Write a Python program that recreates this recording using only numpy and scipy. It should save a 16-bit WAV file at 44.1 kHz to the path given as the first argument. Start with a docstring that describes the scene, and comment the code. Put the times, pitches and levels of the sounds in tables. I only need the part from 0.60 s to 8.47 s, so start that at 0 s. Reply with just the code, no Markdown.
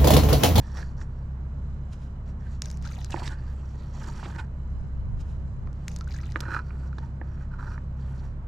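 """Throwing bait from a pier

Boat diesels drone far off in a calm bay, light air brushes the microphone and a jacket rustles.
On the right, an angler's long ladle scrapes and knocks in a plastic bucket of damp ground bait,
making its own cup and the bucket's wall ring. Twice the ladle is flicked out with a swish, and
each time the bait patters onto the water in ticks, splats and small ringing bubbles."""
import sys
import numpy as np
from scipy import signal
from scipy.fft import rfft, irfft, next_fast_len
from scipy.io import wavfile
from scipy.ndimage import map_coordinates

SR = 44100
rng = np.random.default_rng(int(sys.argv[2]) if len(sys.argv) > 2 else 0)


def persist_wave(psi):
    """Save psi, clipped to +-1, as 16-bit WAV."""
    counts = np.round(np.clip(psi, -1, 1) * 32767).astype(np.int16)
    wavfile.write(sys.argv[1], SR, np.atleast_2d(counts).T)


N = 347287
T = np.arange(N) / SR

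# tone of the low rumble, the open air and the wind on the microphone: (frequency [Hz], relative level [dB])
RUMBLE_TONE = [(10, 5.5), (25, -12), (60, 2.5), (110, -2), (160, -6), (230, -12), (320, -27), (600, -63),
               (14000, -75.5)]
AIR_TONE = [(150, -32.5), (260, -5), (333, -5), (353, -7), (408, -5), (445, -8.5), (578, -8), (808, -13.5),
            (869, -10), (1580, -17), (1800, -21), (2660, -30.5), (3460, -35.5), (8400, -51), (10900, -79),
            (18500, -120)]
WIND_TONE = [(8, 0.5), (22, 11.5), (45, 9), (90, 9), (180, -6), (400, -80), (14000, -105)]
# how alike the air is in both ears: (frequency [Hz], likeness [used between 0 and just under 1])
EAR_LIKENESS = [(60, 1.5), (200, 1.14), (500, 0.67), (1400, 0.08), (3000, -0.5), (7000, 0.6)]
# how the air leans to one side: (frequency [Hz], left over right [dB])
AIR_LEAN = [(100, -1.7), (500, -4), (1400, -7), (3000, -2), (7000, -0.5)]
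# tones of the two engines: (multiple of the cycle rate, level [dB])
BIG_ENGINE = [(4, -41), (8, -35.2), (10, -49.5), (12, -49), (13, -57), (14, -51), (15, -59), (16, -45),
              (17, -48), (18, -55), (20, -56), (22, -56), (23, -63), (25, -63), (26, -62), (27, -57),
              (31, -66)]
SMALL_ENGINE = [(4, -52.5), (5, -53.5), (8, -57.5), (9, -68), (10, -62.5), (12, -67), (16, -70.5)]
# puffs of wind: (time [s], level [dB], time to fall to half strength [s])
WIND_PUFFS = [(0.303, -45, 0.083), (1.13, -44, 0.052), (2.22, -36, 0.027), (4.2, -34, 0.084),
              (4.516, -30.5, 0.11), (4.807, -37.5, 0.084), (5.043, -37, 0.075), (6.477, -49, 0.12),
              (7.665, -41, 0.1)]
# tone of swishes, grating crumbs, fine spray and splats: (frequency [Hz], relative level [dB])
SWISH_TONE = [(800, -0.5), (2500, 2), (7000, -1.5), (9500, -13), (12000, -17.5), (15000, -30)]
GRIT_TONE = [(1200, 8.5), (2200, 2.5), (3300, 3), (3800, 2.5), (4450, 5), (5000, 0), (5650, 6), (6300, -1),
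             (7500, 0.5), (8800, -10.5), (12000, -14.5), (15000, -28)]
SPRAY_TONE = [(900, 9.5), (2800, -7), (6500, 6.5), (7800, -12), (9500, -11), (12000, -11), (15000, -36)]
SPLAT_TONE = [(400, -7.5), (1000, 6.5), (2900, -0.5), (4500, -0.5), (7500, -8), (10000, -20)]
# ringing tones of the bucket's wall and overtones of the ladle's cup: (pitch [Hz], width [Hz], level [dB])
WALL_TONES = [(331, 46, 1), (546, 85, -4), (730, 98, -6.5), (905, 58, 4.5), (1227, 103, 0),
              (1530, 147, -0.5), (1772, 170, -2), (2410, 156, -18.5), (2824, 70, -17.5), (4030, 170, -30)]
CUP_TONES = [(2395, 160, -18.5), (4040, 200, -26), (5000, 200, -35)]
# lowest tones of the whole bucket: (pitch [Hz], level [dB], time to fade by 60 dB [s])
BOOM_TONES = [(338, 4, 0.045), (525, -4, 0.04)]
# lumps of bait crushed under the ladle, and at 0.4115 s and 6.383 s dry taps of the ladle on the bucket: (time
# [s], length [s], level [dB], pitch [Hz])
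DRY_CRUNCHES = [(.165, .028, -50, 720), (.1695, .004, -46.5, 4200), (.195, .004, -53, 5600),
                (.4115, 0.0058, -46.5, 1240), (2.52, 0.0026, -39.5, 2900), (2.587, .012, -49.5, 2800),
                (2.656, .014, -47, 4200), (2.6755, 0.0023, -37, 3360), (2.716, .006, -55, 4000),
                (3.431, .014, -55, 4600), (3.632, .03, -50.5, 2100), (3.785, .018, -49, 2500),
                (6.383, .003, -49.5, 3100)]
# the ladle drags through the bait:
# (start [s], length [s], wall level [dB], cup level [dB], grit level [dB], cup pitch [Hz])
LADLE_STROKES = [(0, 0.19, -58.5, -63, -57, 1790), (0.14, 0.073, -51.5, -51, -52, 1620),
                 (0.242, 0.067, -71, -73, -68.5, 1700), (0.366, 0.065, -56.5, -74, -63.5, 1670),
                 (0.48, .15, -77, -87, -77, 1730), (1.655, 0.037, -62, -68, -65.5, 1480),
                 (1.792, 0.084, -61.5, -67, -67.5, 1590), (1.886, 0.07, -71, -81, -63.5, 1510),
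                 (2.494, 0.11, -47, -49.5, -49, 776), (2.628, 0.044, -52, -63, -45, 1730),
                 (2.686, 0.049, -49.5, -46.5, -64, 1530), (2.775, 0.14, -60, -65, -63, 1585),
                 (2.929, 0.44, -59.5, -69, -63, 1610), (3.325, 0.065, -58.5, -63, -60, 1600),
                 (3.391, 0.08, -48, -62, -53.5, 1640), (3.459, 0.14, -50, -76, -55, 1490),
                 (3.603, 0.081, -47.5, -53, -55, 1200), (3.696, 0.062, -51.5, -50.5, -59.5, 1590),
                 (3.777, 0.019, -46, -43.5, -54.5, 1480), (5.143, 0.13, -79, -81, -66.5, 1500),
                 (5.782, 0.043, -49.5, -60, -60, 1310), (5.826, 0.067, -48.5, -42.5, -65, 1520),
                 (5.901, 0.046, -45.5, -38, -55, 1410), (5.953, 0.029, -47, -54, -67, 1400),
                 (6.037, 0.23, -61, -58.5, -64.5, 1424), (6.338, 0.12, -56, -61, -68.5, 1490),
                 (6.615, 0.22, -58.5, -66, -69, 1440), (6.908, 0.042, -56, -53, -73, 1430),
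                 (6.981, 0.066, -50.5, -51.5, -60.5, 1380), (7.061, 0.083, -52, -54, -63.5, 1400),
                 (7.362, 0.3, -58, -64.5, -64, 1400)]
# the cup sticks on the wall and lets go with a squeak: (time [s], level [dB], cup pitch [Hz])
CUP_SQUEAKS = [(0.195, -42, 1630), (.228, -34, 1640), (3.439, -39.5, 1640), (3.597, -39, 1570),
               (5.837, -34, 1330), (5.854, -33.5, 1640), (5.882, -31, 1400), (5.907, -28, 1530),
               (5.917, -26.5, 1530), (5.934, -30, 1660), (5.94, -24.5, 1340), (5.9458, -22, 1530),
               (5.951, -35, 1410), (5.9629, -25, 1350), (5.971, -28, 1560), (5.991, -27, 1430),
               (5.997, -31.5, 1320), (6.329, -38.5, 1410), (6.938, -40, 1450), (7.008, -40, 1510),
               (7.118, -38, 1410), (7.143, -40, 1450)]
# the ladle hits the bucket: (time [s], level [dB], pitch [Hz], relative ring [dB], relative boom [dB])
LADLE_KNOCKS = [(.171, -34.5, 1510, 9.5, -18), (2.5421, -16, 860, -10, -12), (2.562, -29, 2000, 1, -9),
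                (2.62, -26.5, 955, -11, -15), (2.628, -29.5, 940, -7, -18), (2.677, -33, 1690, 15, -8),
                (2.695, -34, 1690, -6, -17), (3.475, -37, 1030, -4, -16), (3.629, -29.5, 990, 5, -16),
                (3.659, -36, 1290, 0, -3), (3.762, -33, 1700, 1, -9), (3.788, -35.5, 1450, 11, -17),
                (5.073, -36.5, 1040, 5.5, -24), (5.7588, -13, 1596, 4, -18), (5.769, -37, 1130, 10, -2),
                (5.807, -33.5, 1430, 5, -10), (5.884, -38.5, 1090, -7, 0.5), (5.965, -25.5, 1110, 9, -15),
                (6.106, -39.5, 1440, 16.5, -17), (6.3827, -34, 1140, 6, -12), (6.385, -37.5, 880, 8, -19),
                (6.614, -34.5, 725, 5, -2.5), (7.027, -34, 920, 2.5, -22), (7.178, -34.5, 1240, 8, -20)]
# throws of bait: (flick time [s], swish level [dB], landing time [s], shower level [dB])
BAIT_THROWS = [(1.333, -56.5, 2.025, -50), (4.609, -57, 5.285, -52)]
# each throw lands in two waves, the leading lumps and then the loose bulk:
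# (delay [s], length [s], rise [s], gain of large drops [dB], gain of fine spray [dB])
LANDING_WAVES = [(0, 0.137, 0.0036, 0, 4.5), (0.184, .33, 0.042, 7.5, -4)]
# ticks of bait on the water and of the ladle's rim: (time [s], level [dB], pitch [Hz], left over right [dB])
SHARP_TICKS = [(.412, -40, 5200, -5), (2.0202, -13, 5570, 2.5), (2.0578, -27, 5600, 3),
               (2.102, -28, 5600, 3), (2.114, -26, 7100, -2), (2.173, -33, 6800, 2),
               (2.225, -34, 6940, 1.5), (2.275, -30.5, 4760, 4), (2.446, -21, 6260, 1),
               (2.507, -26, 6400, 2), (3.762, -39, 4480, -5), (5.073, -49, 3300, -3),
               (5.13, -44.5, 5760, -8), (5.2817, -17.5, 6500, 1), (5.2815, -26.5, 1660, 3),
               (5.334, -45, 6040, 1.5), (5.3627, -22, 6300, 2), (5.388, -31, 7500, 1),
               (5.41, -30.5, 4200, 5), (5.478, -37, 6500, 2), (5.524, -36, 4260, 3), (5.578, -39, 8500, 1),
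               (5.656, -40, 6040, 2), (5.721, -32, 4830, 3), (5.8053, -23.5, 3520, -9),
               (5.806, -21.5, 11500, -12), (5.8086, -23, 5300, 0)]
# bubbles trapped by single lumps: (time [s], level [dB], starting pitch [Hz])
BUBBLES = [(2.243, -43.5, 5500), (2.253, -36.5, 1324), (2.265, -42, 1480), (2.311, -43.5, 1270),
           (2.322, -40, 6100), (2.333, -41, 4470), (2.382, -40, 733), (2.425, -43, 5700),
           (2.529, -34, 2620), (2.594, -36, 640), (5.41, -37, 1250), (5.474, -39.5, 1450),
           (5.543, -41, 1630), (5.547, -42, 6270), (5.56, -44, 1600), (5.588, -40, 1840),
           (5.632, -43.5, 1300), (5.633, -45, 4430)]


def from_db(db):
    """Turn decibels into a factor to multiply by."""
    return 10 ** (np.asarray(db) / 20)


def rms_one(x):
    """Scale a sound to an average strength (rms) of 1."""
    return x / np.sqrt(np.mean(x ** 2) + 1e-20)


def at_hz(points, hz):
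    """Read a table between its rows, with every octave equally wide."""
    row_hz, value = np.transpose(points)
    return np.interp(np.log(hz + 1e-3), np.log(row_hz), value)


def colour(x, tone):
    """Shape a steady sound with a tone table; its strength comes out as 1."""
    size = next_fast_len(N)
    gain = from_db(at_hz(tone, np.fft.rfftfreq(size, 1 / SR)))
    return rms_one(irfft(rfft(x, size) * gain, size)[..., :N])


def drift(per_s):
    """A smooth random wobble, about 1 in size."""
    slow = map_coordinates(rng.standard_normal(4000), [T[::40] * per_s + 9], order=3, mode="wrap")
    return np.interp(T, T[::40], slow)


def resonate(x, hz, width_hz):
    """Make a sound ring at one pitch; a narrower width rings longer."""
    r = np.exp(-np.pi * width_hz / SR)
    feedback = [1, -2 * r * np.cos(2 * np.pi * hz / SR), r * r]
    return signal.lfilter(np.array([1, 0, -1]) * (1 - r * r) / 2, feedback, x + 1e-18)


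def resonate_twice(x, hz, width_hz):
    """Two passes leave less sound away from the pitch."""
    return resonate(resonate(x, hz, width_hz), hz, width_hz)


def low_pass(x, hz, order):
    """Dull everything above a frequency."""
    return signal.sosfilt(signal.butter(order, hz, fs=SR, output="sos"), x + 1e-18)


def microphone_port(x):
    """The microphone's opening dulls sharp sounds and rings near 12 kHz."""
    return low_pass(x, 7300, order=4) + from_db(-6) * resonate(x, 12200, 1100)


def envelope(t, length, attack_s, slope_db, release_db_per_s):
    """Loudness over time: rise, change by slope_db over the length, then fade."""
    hold_db = slope_db * np.clip(t / length, 0, 1) - max(slope_db, 0)
    fade_db = release_db_per_s * np.clip(t - length, 0, 1)
    return np.clip(t / attack_s, 0, 1) * from_db(hold_db - fade_db)


def add(track, s, sound):
    """Mix a sound in at s seconds."""
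    start = int(s * SR)
    track[..., start:start + sound.shape[-1]] += sound[..., :track.shape[-1] - start]


def pan(x, pan_db):
    """Put a sound to the left (above 0 dB) or the right (below)."""
    return x * from_db(np.array([[.5], [-.5]]) * pan_db)


def place(x, pan_db, scatter_db, t60):
    """Pan a sound and add its scatter off the pier and the angler, fading 60 dB in t60 seconds."""
    t = T[:6000]
    tail = rng.standard_normal((2, len(t))) * from_db(-60 * t / t60) * (t > .0004)
    tail /= np.sqrt(np.sum(tail ** 2, axis=1, keepdims=True))
    scatter = signal.fftconvolve(x[None], tail, axes=1)[:, :len(x)]
    return pan(x + from_db(scatter_db) * scatter, pan_db)


def uneven_times(start, length, per_s):
    """Unevenly spaced moments, each with a random size from -2 to 2."""
    late, sizes = rng.random(64), np.clip(rng.standard_normal(64), -2, 2)
    times = start + (np.arange(len(late)) + late) / per_s
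    return [(s, size) for s, size in zip(times, sizes) if s < min(start + length, T[-1])]


def contact(hz, damping):
    """The short click of one touch, height 1."""
    wave = resonate_twice(signal.unit_impulse(4000), hz, hz * damping)
    return wave / np.abs(wave).max()


def grains(per_s, spread_db):
    """Random tiny clicks of uneven size."""
    sizes = from_db(spread_db * np.minimum(rng.exponential(1, N), 3.5)) * rng.choice([-1, 1], N)
    return sizes * (rng.random(N) < per_s / SR)


def crackle(per_s, spread_db, width, patchy_db):
    """Tiny clicks ring briefly in a shifting mix of pitches; width is a share of the pitch."""
    pitches_hz, shifts_per_s = np.geomspace(418, 14100, 20), 14
    clicks, pitch_index = grains(per_s, spread_db), rng.integers(0, len(pitches_hz), N)
    out = np.zeros(N)
    for k, hz in enumerate(pitches_hz):
        own_clicks, when = np.zeros(N), np.flatnonzero((pitch_index == k) & (clicks != 0))
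        mix = np.interp(T[when] * shifts_per_s, np.arange(400), rng.standard_normal(400))
        own_clicks[when] = clicks[when] * from_db(patchy_db * mix)
        out += resonate_twice(own_clicks, hz, width * hz)
    return out


def open_air(tone):
    """Noise from all around, alike in both ears in the bass and less so higher up."""
    size = next_fast_len(N)
    hz = np.fft.rfftfreq(size, 1 / SR)
    shared, side = rfft(rng.standard_normal((2, size)))
    alike = np.clip(at_hz(EAR_LIKENESS, hz), 0, .995)
    ears = np.sqrt(1 + alike) * shared + np.array([[1], [-1]]) * np.sqrt(1 - alike) * side
    return colour(irfft(pan(ears, at_hz(AIR_LEAN, hz)), size)[:, :N], tone)


def diesel(tones, cycle_hz, speed_wander, fading_db):
    """An engine throbs once a cycle; each of its tones fades in and out a little over the water."""
    cycles = np.cumsum(cycle_hz * (1 + speed_wander * drift(1.494))) / SR
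    out = 0
    for multiple, db in tones:
        smear = .07 * (multiple - 16) ** 2  # the exhaust pipe delays each tone differently
        strength = np.sqrt(2) * from_db(db + fading_db * drift(4))
        out = out + strength * np.sin(2 * np.pi * (multiple * cycles + smear))
    return out


def breeze():
    """Wind swirls at the microphone: lumpy low noise, partly separate in each ear, with puffs."""
    eddies = rng.standard_normal(N) + 0.93 * rng.standard_normal((2, N))
    puffs = sum(from_db(db) * .5 ** (((T - s) / half_s) ** 2) for s, db, half_s in WIND_PUFFS)
    return (from_db(-58) + puffs) * colour(eddies, WIND_TONE)


def jacket_rustle():
    """The angler's jacket never quite stops moving."""
    cloth = colour(crackle(per_s=9000, spread_db=2.5, width=0.62, patchy_db=2.0), SWISH_TONE)
    return place(from_db(-81 + 1.6 * drift(4.2)) * cloth, pan_db=-6.0, scatter_db=5.5, t60=0.022)


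def ladle_flicks():
    """The thin shaft hisses through the air on each throw; the sleeve brushes after it."""
    whip_half_s, sleeve_lag_s, sleeve_half_s = 0.0093, 0.096, 0.034
    strength = 0
    for s, db, _, _ in BAIT_THROWS:
        whip = 1 / (1 + ((T - s) / whip_half_s) ** 2)
        sleeve = from_db(-10.5) / (1 + ((T - s - sleeve_lag_s) / sleeve_half_s) ** 2)
        strength = strength + from_db(db) * (whip + sleeve)
    hiss = colour(rng.standard_normal(N), SWISH_TONE)
    return place(strength * hiss, pan_db=-4.0, scatter_db=-5.0, t60=0.016)


def dry_crunches():
    """A lump gives way, or the ladle taps dryly on the bucket, in a burst of cracks; big lumps sound lower."""
    out, t = np.zeros(N), T[:4000]
    for s, length, db, hz in DRY_CRUNCHES:
        cracks = rng.standard_normal(len(t)) * (rng.random(len(t)) < .15)
        burst = rms_one(resonate_twice(cracks, hz, width_hz=hz))
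        shape = envelope(t, length, attack_s=.001, slope_db=0, release_db_per_s=2500)
        add(out, s, from_db(db) * burst * shape)
    return place(low_pass(out, 8000, order=2), pan_db=-4.0, scatter_db=-9, t60=.02)


def bucket_wall(force, spread_db, detune=1, damping=1):
    """The plastic wall rings in a few short tones, whose strengths depend on where it is touched."""
    spot_db = spread_db * rng.standard_normal(len(WALL_TONES))
    return sum((-1) ** k * from_db(db + spot_db[k]) * resonate(force, hz * detune, width * damping)
               for k, (hz, width, db) in enumerate(WALL_TONES))


def ladle_cup(force, hz):
    """The cup rings at a main pitch, which depends on its load, and in thin overtones."""
    overtones = sum(from_db(db) * resonate(force, tone_hz, width) for tone_hz, width, db in CUP_TONES)
    return resonate_twice(force, hz, width_hz=282) + overtones


def squeak(hz):
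    """One slip of the cup, height 1."""
    wave = ladle_cup(signal.unit_impulse(1500), hz)
    return wave / np.abs(wave).max()


def ladle_scrapes():
    """Small slips shake the bucket and the cup, which skips and squeaks, while crumbs grate."""
    catching = from_db(2.56 * drift(90))  # the drag catches unevenly
    slips = grains(per_s=1000, spread_db=1.5) * catching
    ringing, grating = np.zeros((2, N))
    t = T[:30000]
    for start, length, wall_db, cup_db, grit_db, hz in LADLE_STROKES:
        # the ladle bites, presses harder as it fills, then slides free
        press = envelope(t, length, attack_s=0.098 * length, slope_db=6, release_db_per_s=338.5)
        force = np.roll(slips, -int(start * SR))[:len(t)]
        # bait pressed against the wall shifts its pitch and damps it
        wall = bucket_wall(force, spread_db=2.5, detune=np.exp(0.037 * rng.normal()), damping=1.03)
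        cup = ladle_cup(force, hz)
        add(ringing, start, (from_db(wall_db) * rms_one(wall) + from_db(cup_db) * rms_one(cup)) * press)
        add(grating, start, from_db(grit_db) * press)
        # the cup skips along the wall, as hard as it is pressed
        detunes = np.exp(0.14 * rng.standard_normal(64))
        for (s, size), detune in zip(uneven_times(start, length, per_s=35), detunes):
            strength = from_db(cup_db + 2.5 + 0.5 * size) * np.interp(s - start, t, press)
            add(ringing, s, strength * squeak(hz * detune))
    for s, db, hz in CUP_SQUEAKS:
        add(ringing, s, from_db(db) * squeak(hz))
    crumbs = crackle(per_s=11000, spread_db=3.5, width=0.31, patchy_db=4.0) * from_db(1.2 * drift(70))
    grit = colour(crumbs, GRIT_TONE) * grating
    return (place(low_pass(ringing, 8000, order=2), pan_db=-6.5, scatter_db=-11, t60=.04)
            + place(grit, pan_db=-4.8, scatter_db=-10, t60=.012))


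def ladle_knocks():
    """Each blow is a clack of the cup, a hollow ring of the wall and a low boom of the whole bucket."""
    struck, boom = np.zeros((2, N))
    t = T[:5000]
    detunes = rng.normal(1, 0.095, len(LADLE_KNOCKS))  # shifting bait moves the boom's pitch
    for (s, db, hz, ring_db, boom_db), detune in zip(LADLE_KNOCKS, detunes):
        clack = from_db(-5.0) * contact(hz, damping=0.3)
        ring = from_db(ring_db) * bucket_wall(contact(hz, damping=2.0), spread_db=5)
        add(struck, s, from_db(db) * (clack + ring))
        for tone_hz, tone_db, t60 in BOOM_TONES:
            fade = from_db(db + boom_db + tone_db - 60 * t / t60)
            add(boom, s, fade * np.sin(2 * np.pi * tone_hz * detune * t))
    return (place(low_pass(struck, 3600, order=2), pan_db=-7, scatter_db=-11, t60=.06)
            + place(boom, pan_db=-5, scatter_db=-12, t60=.1))


def hard_ticks():
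    """Hard little hits: a snap and, within two milliseconds, three weaker ones as the lump breaks up."""
    out = np.zeros((2, N))
    for s, db, hz, pan_db in SHARP_TICKS:
        snap = contact(hz, damping=0.94) - from_db(-19.0) * contact(1400, damping=1.0)
        for delay, size in zip(rng.uniform(0.00031, 0.0014, 3), rng.normal(0, 0.14, 3)):
            add(snap, delay, size * contact(hz, damping=0.64))
        add(out, s, place(from_db(db) * snap, pan_db, scatter_db=-8.0, t60=0.012))
    return microphone_port(out)


def shower_gains():
    """Strength over time of the large drops and the fine spray; each wave builds up and thins out."""
    drops = spray = 0
    for _, _, lands, db in BAIT_THROWS:
        for delay, length, rise_s, drops_db, spray_db in LANDING_WAVES:
            wave = envelope(T - lands - delay, length, rise_s, slope_db=-9, release_db_per_s=198)
            drops = drops + from_db(db + drops_db) * wave
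            spray = spray + from_db(db + spray_db) * wave
    return drops, spray


def droplets(gain, per_s, low_hz, high_hz, cycles, spread_db):
    """Drops fall at random; each swells and rings for some cycles at its own pitch, rising as it dies."""
    out, t = np.zeros((2, N)), T[:700]
    for _, _, lands, _ in BAIT_THROWS:
        slots = np.arange(lands, lands + .6, 1 / per_s)
        for slot, (late, pitch, size, side) in zip(slots, rng.random((len(slots), 4))):
            s = slot + 2 * late / per_s
            hz = low_hz * (high_hz / low_hz) ** pitch
            shape = (1 - np.exp(-t * hz / 2)) * from_db(-60 * t * hz / cycles)
            ring = shape * np.sin(2 * np.pi * hz * t * (1 + 9 * t))
            ring *= np.sqrt(SR / per_s / np.sum(ring ** 2))  # same energy at every pitch
            strength = gain[int(s * SR)] * from_db(spread_db * (size - 3.0))
            add(out, s, pan(strength * ring, pan_db=3 + 14 * (side - .5)))
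    return out


def bait_on_water():
    """Crumbs land as fizzing spray, hard pellets and drops that splat; trapped bubbles ring and rise."""
    drops_gain, spray_gain = shower_gains()
    spray = droplets(spray_gain, per_s=440, low_hz=4030, high_hz=8600, cycles=32, spread_db=19)
    drops = droplets(drops_gain, per_s=380, low_hz=1400, high_hz=6500, cycles=15, spread_db=15)
    fine = crackle(per_s=2100, spread_db=0.5, width=0.19, patchy_db=1.5)
    coarse = crackle(per_s=1800, spread_db=5.0, width=0.34, patchy_db=2.0) * from_db(1.4 * drift(110))
    fizz = from_db([[-8], [-10]]) * colour(fine, SPRAY_TONE) * spray_gain
    splats = from_db(-9.5) * colour(coarse, SPLAT_TONE) * drops_gain
    bubbles, pellets, t = np.zeros(N), np.zeros(N), T[:3000]
    for _, _, lands, _ in BAIT_THROWS:
        for s, size in uneven_times(lands, length=1, per_s=8.5):
            strength = spray_gain[int(s * SR)] * from_db(14.5 + 4.7 * size)
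            add(pellets, s, strength * contact(hz=6200, damping=1.0))
    for s, db, hz in BUBBLES:
        fade = from_db(db - 60 * t * hz / 45)  # dies away in about 45 cycles
        add(bubbles, s, fade * np.sin(2 * np.pi * hz * t * (1 + 5.6 * t)))
    patter = spray + from_db(1.0) * drops + place(pellets, pan_db=-3.0, scatter_db=8.5, t60=0.022)
    wash = fizz + place(splats, pan_db=2.0, scatter_db=-2, t60=0.03)
    return microphone_port(patter) + wash + place(bubbles, pan_db=0.5, scatter_db=-4.5, t60=0.12)


def scene():
    """Boats and open air behind the angler's work."""
    big_boat = diesel(BIG_ENGINE, cycle_hz=8.234, speed_wander=0.0014, fading_db=2.0)
    small_boat = diesel(SMALL_ENGINE, cycle_hz=20.81, speed_wander=0.0038, fading_db=3.5)
    rumble = from_db(-43.0) * open_air(RUMBLE_TONE)
    air = from_db(-54 + 0.22 * drift(10.0)) * open_air(AIR_TONE)
    background = pan(big_boat + small_boat, pan_db=-0.4) + rumble + air + breeze()
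    scooping = ladle_scrapes() + dry_crunches() + ladle_knocks()
    return background + scooping + hard_ticks() + bait_on_water() + ladle_flicks() + jacket_rustle()


def record(dry):
    """The highest treble is cut steeply."""
    cutoff_hz = 15200
    return signal.sosfilt(signal.ellip(10, .1, 80, cutoff_hz, fs=SR, output="sos"), dry)


dry = scene()
out = record(dry)
persist_wave(out)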